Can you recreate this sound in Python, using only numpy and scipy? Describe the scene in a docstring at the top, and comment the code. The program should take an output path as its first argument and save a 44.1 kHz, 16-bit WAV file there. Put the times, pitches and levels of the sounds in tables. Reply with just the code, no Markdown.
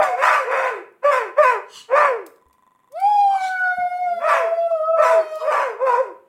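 """Hoarse barks come first, over the last of an earlier howl: a big dog trots across a carpeted living room,
from a few metres off to half a metre from the microphone. Its voice breaks from clear tone to rough roar.
A second dog holds one long, slowly sinking howl, a nearly pure tone, and the first barks on over it.
Between the calls come snorts of filtered noise, ringing collar clicks, soft low thumps and a run of faint,
fast double clicks, all above the quiet noise of the room."""
import sys
import numpy as np
from scipy import signal
from scipy.fft import rfft, irfft
from scipy.io import wavfile
from scipy.ndimage import uniform_filter1d, minimum_filter1d

SR = 44100
rng = np.random.default_rng(int(sys.argv[2]) if len(sys.argv) > 2 else 0)


def persist_wave(psi):
    """Save psi, clipped to +-1, as 16-bit WAV."""
    counts = np.round(np.clip(psi, -1, 1) * 32767).astype(np.int16)
    wavfile.write(sys.argv[1], SR, np.atleast_2d(counts).T)


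N = 276948
T = np.arange(N) / SR  # seconds


def undb(db):
    """Decibels to gain."""
    return 10 ** (np.asarray(db) / 20)


def unit(x):
    """Scale to rms 1."""
    return x / np.sqrt(np.mean(x ** 2))


def smooth(x, size=500):
    """Round off corners with two running means of the given size in samples."""
    return uniform_filter1d(uniform_filter1d(x, size), size)


def steady(x, size=1300):
    """Hold the short-term rms near 1."""
    return x / np.sqrt(smooth(x ** 2, size) + 1e-9)


def ramp(start, length):
    """0 before the start, rising evenly to 1 over the length."""
    return np.clip((T - start) / max(length, 1e-3), 0, 1)


def fade(start, t60):
    """A sudden start and an exponential decay by 60 dB in t60 seconds."""
    return (T >= start) * np.exp(-np.log(1000) * np.clip((T - start) / t60, 0, 2))


def curves(rows):
    """The columns of a table as values for every sample."""
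    s, *columns = np.transpose(rows)
    return [np.interp(T, s, column) for column in columns]


def during(rows):
    """1 while a table lasts, with soft edges."""
    lasting = (T >= rows[0][0]) & (T <= rows[-1][0])
    return uniform_filter1d(1. * lasting, size=1200)


def noise():
    """White noise."""
    return rng.standard_normal(N)


def wobble(hz):
    """Random motion slower than hz, spread 1."""
    return unit(signal.sosfilt(signal.butter(2, hz, fs=SR, output="sos"), noise()))


def phase_of(hz):
    """Phase in radians of a tone that follows a pitch curve."""
    return 2 * np.pi * np.cumsum(hz) / SR


def band(x, lo_hz, hi_hz, order=4):
    """Band-pass."""
    edges = [lo_hz, min(hi_hz, SR / 2 - 1)]
    return signal.sosfilt(signal.butter(order, edges, "band", fs=SR, output="sos"), x)


def colour(x, points, peaks=()):
    """Filter by a (Hz, dB) outline and (Hz, width in Hz, lift in dB) resonances."""
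    f = np.fft.rfftfreq(len(x), 1 / SR) + 1e-3  # keeps the logarithm finite
    hz, db = np.transpose(points)
    gain_db = np.interp(np.log(f), np.log(hz), db)
    for centre, width, lift in peaks:
        gain_db = gain_db + lift / (1 + (2 * (f - centre) / width) ** 2)
    return irfft(rfft(x) * undb(gain_db), len(x))


def bounce(x, lag=0.00083, sway=0.00031, share=0.85):
    """A reflection off a nearby surface; its lag in seconds sways, so notches wander through the treble."""
    return x + share * np.interp(T - lag - sway * wobble(1.6), T, x)


def room(x, wet_db, t60=0.43, treble_t60=0.34):
    """Direct sound plus a dense tail from walls and furniture; the treble dies sooner."""
    t = T[:SR]
    lows = band(rng.standard_normal(SR), 100, 3000) * np.exp(-np.log(1000) * t / t60)
    highs = band(rng.standard_normal(SR), 3000, 16000) * np.exp(-np.log(1000) * t / treble_t60)
    tail = (lows + highs) * (t > .004)
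    wet = signal.fftconvolve(x, tail / np.sqrt(np.sum(tail ** 2)))[:N]
    return (x + undb(wet_db) * wet) / np.sqrt(1 + undb(2 * wet_db))


# The quiet living room with nobody calling. Each row: frequency in Hz, outline of the noise in dB.
QUIET_ROOM = [(35, -26.5), (80, -7), (250, 0.5), (500, -7), (1000, -7), (2500, -15), (5000, -31),
              (9000, -24.5), (15500, -26)]


def room_floor(level_db=-68):
    """The room at rest: coloured noise whose level drifts by about a decibel."""
    return undb(level_db + wobble(3)) * unit(colour(noise(), QUIET_ROOM))


# The damped modes that ring in each faint click.
# Each row: frequency in Hz, relative level in dB, 60 dB decay in seconds.
DOUBLE_CLICK_MODES = [(245, -21, 0.083), (1015, -1, 0.089), (1066, -10.5, 0.048), (1920, -10, 0.029),
                      (3500, -18, 0.025)]
DOUBLE_CLICKS_START_S, DOUBLE_CLICKS_PERIOD_S = 2.3728, .0419


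def double_clicks(spacing_s=0.0098, level_db=-53, crack_db=-5, count=14):
    """Fourteen faint, evenly spaced double clicks, each a short ring of damped modes and a brief crack."""
    t = T[:SR // 10]
    ring = sum(undb(db) * np.exp(-np.log(1000) * t / t60) * np.sin(2 * np.pi * hz * t)
               for hz, db, t60 in DOUBLE_CLICK_MODES)
    crack = undb(crack_db) * np.exp(-t / 0.00038) * rng.standard_normal(len(t))
    firsts = DOUBLE_CLICKS_START_S + DOUBLE_CLICKS_PERIOD_S * np.arange(count)
    seconds = firsts + spacing_s + 0.00047 * rng.standard_normal(count)
    samples = (np.concatenate([firsts, seconds]) * SR).astype(int)
    strengths = undb(1.5 * rng.standard_normal(2 * count))
    pulses = np.bincount(samples, strengths, N)
    return undb(level_db) * signal.fftconvolve(pulses, ring + crack)[:N]


# Soft thumps of paws on the carpet and of air on the microphone.
# Each row: start in seconds, level in dB before the room, frequency in Hz, 60 dB decay in seconds.
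THUMP_HITS = [(1.07, -49.5, 51, 0.19), (1.391, -49.5, 49.7, 0.22), (1.95, -81, 71.5, 0.35),
              (2.461, -53.5, 70, 0.22), (3.09, -63, 65.5, 0.26), (3.784, -32.5, 218, 0.03),
              (3.802, -45, 94.96, 0.073)]


def thumps():
    """Dull thumps: low sine tones that start suddenly and decay."""
    return sum(undb(db) * fade(s, t60) * np.sin(2 * np.pi * hz * (T - s)) for s, db, hz, t60 in THUMP_HITS)


# The collar clicking. Each row: start in seconds, level in dB before the common trim, ring in Hz.
COLLAR_CLICKS = [(0.9233, -60.5, 3720), (2.2637, -28, 7710), (2.36, -50.5, 3470), (2.4843, -55, 14170),
                 (2.529, -47.5, 3460), (2.9213, -37.5, 10300), (3.001, -33.5, 3100), (5.3556, -32, 4390)]


def collar_clicks(t60=0.029, trim_db=-8):
    """Bright clicks: decaying bursts of noise in a wide band around each ring."""
    rattle = noise()
    return sum(undb(db + trim_db) * fade(s, t60) * unit(band(rattle, hz / 2, hz * 5.2, order=2))
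               for s, db, hz in COLLAR_CLICKS)


# Puffs through the nose. Each row: centre in seconds, half length in seconds, nasal hum in dB and
# hiss in dB, both before the room.
NOSE_PUFFS = [(1.771, 0.056, -52, -40), (3.362, 0.046, -36, -51.5), (3.461, 0.049, -51, -38),
              (4.714, 0.0079, -38, -57), (5.416, 0.034, -37, -52.5)]
# Colour of breath noise, here and in the howl. Each row: frequency in Hz, level in dB.
BREATH_COLOUR = [(1500, -19), (2200, -8.5), (3000, -6), (4200, -3.5), (5300, -12), (6500, -7.5),
                 (9000, -14.5), (12000, -25), (15500, -30.5)]
# Resonances of the muzzle. Each row: frequency in Hz, width in Hz, lift in dB.
MUZZLE = [(2930, 120, 11.5), (4300, 190, 3.5)]


def snorts(flutter_db=1.0):
    """Puffs of air hiss at the quivering nostrils and ring the muzzle."""
    flutter = undb(flutter_db * wobble(60))
    hiss = unit(bounce(colour(noise(), BREATH_COLOUR, MUZZLE)) * flutter)
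    hum = unit(band(noise(), 940, 1250, order=3))
    return sum(np.exp(-((T - s) / half) ** 2) * (undb(hum_db) * hum + undb(hiss_db) * hiss)
               for s, half, hum_db, hiss_db in NOSE_PUFFS)


def whine(rows, second_db, third_db, jitter=0.0034):
    """A short closed-mouth tone of three harmonics; the upper two are in dB against the first."""
    hz, db = curves(rows)
    phase = phase_of(hz * (1 + jitter * wobble(60)))
    tone = np.sin(phase) + undb(second_db) * np.sin(2 * phase) + undb(third_db) * np.sin(3 * phase)
    return tone * undb(db) * during(rows)


# A low grumble that leads into a bark. Each row: time in seconds, pitch in Hz, first harmonic in dB
# before the room.
LOW_GRUMBLE = [(3.98, 218, -66.5), (4.05, 202, -63), (4.13, 203, -55), (4.18, 219, -52.5), (4.22, 260, -54)]


def grumble():
    """A low voiced tone whose second harmonic is stronger than its first."""
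    return whine(LOW_GRUMBLE, second_db=4, third_db=-2)


# The end of an earlier howl. Each row: time in seconds, pitch in Hz, first harmonic in dB before the room.
EARLIER_HOWL = [(0, 802, -16), (.09, 726, -24.5), (.15, 729, -14.5), (.21, 670, -64)]


def last_howl():
    """A nearly pure tone that sinks and stops."""
    return whine(EARLIER_HOWL, second_db=-22, third_db=-20)


# The second dog's howl scoops up and sinks slowly. Each row: time in seconds, pitch in Hz.
HOWL_PITCH = [(2.91, 496.9), (2.954, 628.1), (3.0, 755.9), (3.032, 786), (3.096, 838), (3.174, 820),
              (3.368, 774.6), (3.386, 761.4), (3.854, 713.5), (4.02, 725.6), (4.18, 680.6)]
# Then it wavers on under the barks. Each row: time in seconds, pitch in Hz.
HOWL_WAVERING = [(4.462, 661.7), (4.675, 677), (4.731, 659.7), (4.795, 622.2), (4.917, 655.5), (5.188, 653),
                 (5.24, 624), (5.4, 627.6)]
# Its strength. 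Each row: time in seconds, fundamental in dB, second harmonic in dB, gain of the higher
# harmonics in dB.
HOWL_STRENGTH = [(2.905, -61, -80, -104), (2.96, -28, -49.5, -64), (3.05, -14, -43, -52.5),
                 (3.24, -13, -41.5, -51), (3.58, -26, -26, -56.5), (3.82, -20.5, -40, -59.5),
                 (4.0, -24.5, -48.5, -60.5), (4.11, -20, -45, -60), (4.3, -27, -36.5, -61),
                 (4.62, -17.5, -43.5, -63.5), (4.83, -19.5, -37, -66.5), (4.91, -16.5, -34, -71),
                 (5.05, -23.5, -34.5, -63), (5.13, -14.5, -42.5, -66), (5.205, -13.5, -49, -59.5),
                 (5.235, -33, -36.5, -58.5), (5.43, -24, -37.5, -55.5), (5.55, -27, -45, -60)]
# Brief dips where the tone cancels against its own echo. Each row: centre in seconds, depth in dB.
ECHO_DIPS = [(3.004, -11), (3.105, -4.5), (3.314, -3), (3.387, -7), (3.591, -14.5), (3.759, -18.5),
             (3.897, -13.5), (3.98, -5.5), (4.152, -11), (4.205, -15.5), (4.5, -7), (4.564, -12.5),
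             (4.692, -14), (4.785, -8.5), (4.864, -14.5), (5.3, -5), (5.397, -24.5)]
# The howling throat above the second harmonic. Each row: frequency in Hz, level in dB.
HOWLING_THROAT = [(1400, -3.5), (1900, 4.5), (2250, 18), (2550, -1), (2950, -1), (3400, 4.5), (3900, -8.5),
                  (4450, -5), (5200, -4), (6100, -14), (8000, -11.5), (11000, -13), (15000, -21.5)]
# Its sharp resonances. Each row: frequency in Hz, width in Hz, lift in dB.
HOWLING_RESONANCES = [(2630, 33, 22.5), (3437, 170, 5.5), (4484, 220, 9)]
DIP_HALF_S = 0.013
THROB_DB, THROB_HZ = 1.2, 28  # the fundamental throbs at random


def howl(jitter=.005, air_db=-18, flutter_db=6.5):
    """A nearly pure head tone with thin overtones, which flutter as they mix with their own echoes."""
    hz, = curves(np.vstack([HOWL_PITCH, HOWL_WAVERING]))
    db, second_db, upper_db = curves(HOWL_STRENGTH)
    phase = phase_of(hz * (1 + jitter * wobble(100)))
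    dips_db = sum(depth_db * np.exp(-((T - s) / DIP_HALF_S) ** 2) for s, depth_db in ECHO_DIPS)
    dips = undb(THROB_DB * wobble(THROB_HZ) + dips_db)
    tone = np.sqrt(2) * smooth(undb(db)) * np.sin(phase)
    second = np.sqrt(2) * undb(second_db + flutter_db * wobble(3.4)) * np.sin(2 * phase)
    # each overtone swells and fades on its own as it glides through the standing waves of the room
    harmonics = sum(undb(3.5 * wobble(7)) * np.sin(k * phase) for k in np.arange(3, 23))
    upper = colour(harmonics, HOWLING_THROAT, HOWLING_RESONANCES)
    # breath escapes in step with the voice
    air = undb(air_db) * unit(colour(noise(), BREATH_COLOUR)) * (1 + np.cos(phase))
    overtones = second + undb(upper_db) * (upper + air)
    lasting = during(HOWL_STRENGTH)
    return dips * room(tone * lasting, wet_db=-15) + room(overtones * lasting, wet_db=-2)


# The big dog's barks, one row a bark, except that the last row is the closing "oo" of the bark before it.
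# Each row: onset of the clear tone in seconds, lead-in in seconds,
# clear tone in seconds, roar in seconds, falling end in seconds, tone pitch in Hz, roar pitch in Hz,
# roar roughness 0-1, clear tone in dB, then for the start of the roar, before jaw, hiss arch and room:
# fundamental in dB, lower mouth resonances in dB, upper mouth resonances in dB, hiss in dB.
BARK_CALLS = [ (-.03, .03, .036, .035, 0.12, 620, 588.9, 0.98, -11, -27, -19, -22.5, -30),
              (0.199, 0.05, 0.011, 0.14, 0.11, 559.2, 638.1, .8, -63, -23.5, -15, -18, -31),
              (.48, .035, .012, .19, 0.12, 505, 536, 0.83, -50, -23.5, -22.5, -25, -41),
              (1.05, .034, .052, .075, 0.11, 578, 518.6, .35, -13, -23, -18, -21.5, -35.5),
              (1.387, 0.034, .026, .088, 0.075, 606.7, 512.2, 0.09, -10, -21.5, -13, -20.5, -33.5),
              (1.935, .06, .012, .115, .22, 558.6, 594.6, 0.46, -20.5, -17, -13.5, -20, -37.5),
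              (4.246, .07, .022, .115, .09, 641.1, 565, .55, -21, -25.5, -17.5, -22, -37.5),
              (4.992, .042, .017, .11, .1, 619.2, 504, .5, -14, -25.5, -17, -25, -34),
              (5.48, 0.11, .02, .135, .11, 608.4, 568.7, .75, -22.5, -23, -19.5, -26.5, -38.5),
              (5.821, .055, 0.028, .115, 0.029, 536.4, 490.4, 0.29, -38, -20.5, -16.5, -33, -41),
              (5.99, .03, .02, 0.011, 0.091, 537.7, 463, 0, -27, -29.5, -35, -46, -51), ]
# pitch climbs into the tone, slips to the roar as the voice breaks, and sinks as the breath runs out
CLIMB_HZ_PER_S, CLIMB_OVERSHOOT_S, SLIP_S, FALL_HZ_PER_S, LOWEST_HZ = 1900, .012, .04, 1300, 241.6
# through the roar the pitch sags, and it wanders by a share of itself at full roughness
ROAR_SAG_HZ_PER_S, WANDER = 350, 0.02497
LEAD_ROUGH, TONE_ROUGH, END_ROUGH = 0.452, 0.058, 0.3012  # roughness 0-1 outside the roar
TONE_EDGE_S, STOP_S = 0.01, .04  # how fast the clear tone switches and the voice stops
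# the jaw opens as the voice breaks; until then it muffles (lower resonances, upper resonances, hiss)
JAW_OPEN_S, JAW_SHUT_DB = 0.022, (-9.5, -11, -13.5)
# in the clear tone (lower resonances, upper resonances, hiss) against the fundamental
TONE_TIMBRE_DB = (-12.5, -24.5, -37)
# the roar weakens from start to end; the hiss is weaker at its ends than in its middle
ROAR_SAG_DB, HISS_ARCH_DB = -3.5, -1.5
# release of (fundamental, lower resonances, upper resonances, hiss); the fundamental outlasts the roar
RELEASE_DB_PER_S, CHEST_LINGER_S = (132, 216, 184, 190), 0.061


def bark_gestures():
    """Larynx, lungs and jaw through all rows: pitch, roughness and the gains of the four registers."""
    hz, rough, gains = np.full(N, 1. * LOWEST_HZ), np.zeros(N), np.zeros((4, N))
    for s, lead, clear, roar, fall, tone_hz, roar_hz, roar_rough, tone_db, chest_db, *open_db in BARK_CALLS:
        begins, breaks, ends = s - lead, s + clear, s + clear + roar
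        spent = np.maximum(T - ends, 0)  # seconds since the roar ended
        through = ramp(breaks, roar)  # share of the roar gone by
        tone = ramp(s - TONE_EDGE_S, TONE_EDGE_S) - ramp(breaks, TONE_EDGE_S)

        # the larynx
        climbing = tone_hz - CLIMB_HZ_PER_S * np.maximum(s + CLIMB_OVERSHOOT_S - T, 0)
        sag_hz = ROAR_SAG_HZ_PER_S * roar * (through - .5)
        sinking = roar_hz - sag_hz - FALL_HZ_PER_S * spent
        pitch = climbing + (sinking - climbing) * ramp(breaks, SLIP_S)
        hoarse = np.select([T < s, T < ends], [LEAD_ROUGH, roar_rough], END_ROUGH)
        hz = np.where(T >= begins, np.maximum(pitch, LOWEST_HZ), hz)
        rough = np.where(T >= begins, hoarse + (TONE_ROUGH - hoarse) * tone, rough)

        # the lungs and the jaw
        push = ramp(begins, lead) ** 2 - ramp(ends + fall, STOP_S)
        shut = 1 - ramp(breaks, JAW_OPEN_S)
        chest = chest_db - RELEASE_DB_PER_S[0] * np.maximum(spent - CHEST_LINGER_S, 0)
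        mouth, teeth, hiss = (db + shut_db * shut - release * spent
                              for db, shut_db, release in zip(open_db, JAW_SHUT_DB, RELEASE_DB_PER_S[1:]))
        hiss = hiss + HISS_ARCH_DB * (2 * through - 1) ** 2
        clear_db = tone_db + np.array([0, *TONE_TIMBRE_DB])[:, None]
        roar_db = np.array([chest, mouth, teeth, hiss]) + ROAR_SAG_DB * through
        gains += push * (undb(roar_db) + tone * undb(clear_db))
    rough = np.clip(smooth(rough, size=200), 0, 1)
    return hz * (1 + WANDER * rough * wobble(14.34)), rough, gains


# The barking dog's throat and mouth. Each row: frequency in Hz, level in dB.
BARKING_THROAT = [(250, -40.5), (400, 2), (580, 9.5), (800, 7), (1100, -4.5), (1800, -9.5), (2500, -10.5),
                  (3100, -28), (3800, -36.5), (5000, -31.5), (6300, -36), (8000, -34), (10000, -42),
                  (15500, -48.5)]
# Its sharp resonances. 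Each row: frequency in Hz, width in Hz, lift in dB.
BARKING_RESONANCES = [(999.4, 120, 15.5), (1259, 490, 18), (1520, 24, 8), (1842, 210, 3.5), (2218, 55, 3),
                      (2532, 37, 8.5), (3600, 65, 9.5)]
# How far the barking dog is from the microphone. Each row: time in seconds, distance in metres.
DOG_DISTANCE = [(0, 1.53), (.6, 2.8), (1.1, 1.24), (1.5, 1.04), (2.0, .5), (4.2, 2.1), (6.2, 1.65)]
# at 1 m: room echo of the fundamental and of the overtones, and the low rush of air against the fundamental
ECHO_LOW_DB, ECHO_HIGH_DB, RUSH_DB = -10, -9, -50
ECHO_DB_PER_DOUBLING = 4  # of the distance


def barks(jitter=.055, shimmer=.3, half_lines=.3):
    """Each bark starts as a clear tone and breaks into a hoarse roar as the vocal folds turn chaotic."""
    hz, rough, (chest_gain, mouth_gain, teeth_gain, hiss_gain) = bark_gestures()
    phase = phase_of(hz * (1 + jitter * rough * wobble(110)))
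    # rough cycles differ in size and alternate strong and weak
    size = 1 + rough * (shimmer * wobble(180) + half_lines * np.cos(phase / 2))
    # loose tissue above the folds flaps at its own rate and adds side tones
    flap_hz = 0.45 * hz * (1 + 0.1174 * wobble(34.9))
    flap = 1 + 1.1 * rough * np.sin(phase_of(flap_hz))
    overtones = sum(np.cos(k * phase) / k for k in np.arange(2, 22)) * size * flap
    voiced = colour(overtones, BARKING_THROAT, BARKING_RESONANCES)
    # air rushes through the folds once a cycle
    puffs = noise() * (1 + 0.58 * np.cos(phase)) * size
    air = colour(puffs, BARKING_THROAT, BARKING_RESONANCES)

    def register(tone, lo_hz, hi_hz, air_share):
        """Tone and turbulence within one range of resonances."""
        air_share = np.clip(air_share, 0, 1)
        turbulence = steady(band(air, lo_hz, hi_hz))
        return np.sqrt(1 - air_share) * steady(tone) + np.sqrt(air_share) * turbulence

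    chest = register(np.sin(phase) * size, 400, 780, .55 * rough ** 2)
    mouth = register(band(voiced, 780, 1700), 760, 1700, .5 * rough ** 1.5)
    teeth = register(band(voiced, 1700, 3400), 1700, 3600, .15 + .5 * rough)
    hiss = register(band(voiced, 3500, 15000), 3600, 17000, .6 + .6 * rough)
    hiss = steady(bounce(bounce(hiss)))
    low = chest * chest_gain
    high = mouth * mouth_gain + teeth * teeth_gain + hiss * hiss_gain

    # the farther the dog, the more room
    metres = np.maximum(curves(DOG_DISTANCE)[0], .2)
    far_db = ECHO_DB_PER_DOUBLING * np.log2(metres)
    # the open mouth radiates hardly any bass, so its low rush is strongest close by
    rush = undb(RUSH_DB) * unit(band(noise(), 64, 210, order=2)) * chest_gain / metres
    low = room(band(low, 382, 2000), wet_db=ECHO_LOW_DB + far_db)
    high = room(high, wet_db=ECHO_HIGH_DB + far_db)
    return low + high + rush


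def scene():
    """Both dogs and the small sounds in the quiet room."""
    small = thumps() + collar_clicks() + snorts() + grumble() + last_howl()
    background = room_floor() + double_clicks() + room(small, wet_db=-8.5)
    return (background + howl() + barks())[None]


def record(dry, ceiling=.66, top_hz=15850):
    """A fast limiter holds down the loudest peaks, and a steep low-pass cuts the top."""
    needed = np.minimum(1, ceiling / (np.abs(dry) + 1e-9))
    gain = smooth(minimum_filter1d(needed, size=500), size=250)
    return signal.sosfilt(signal.ellip(10, .1, 80, top_hz, fs=SR, output="sos"), dry * gain)


dry = scene()
out = record(dry)
persist_wave(out)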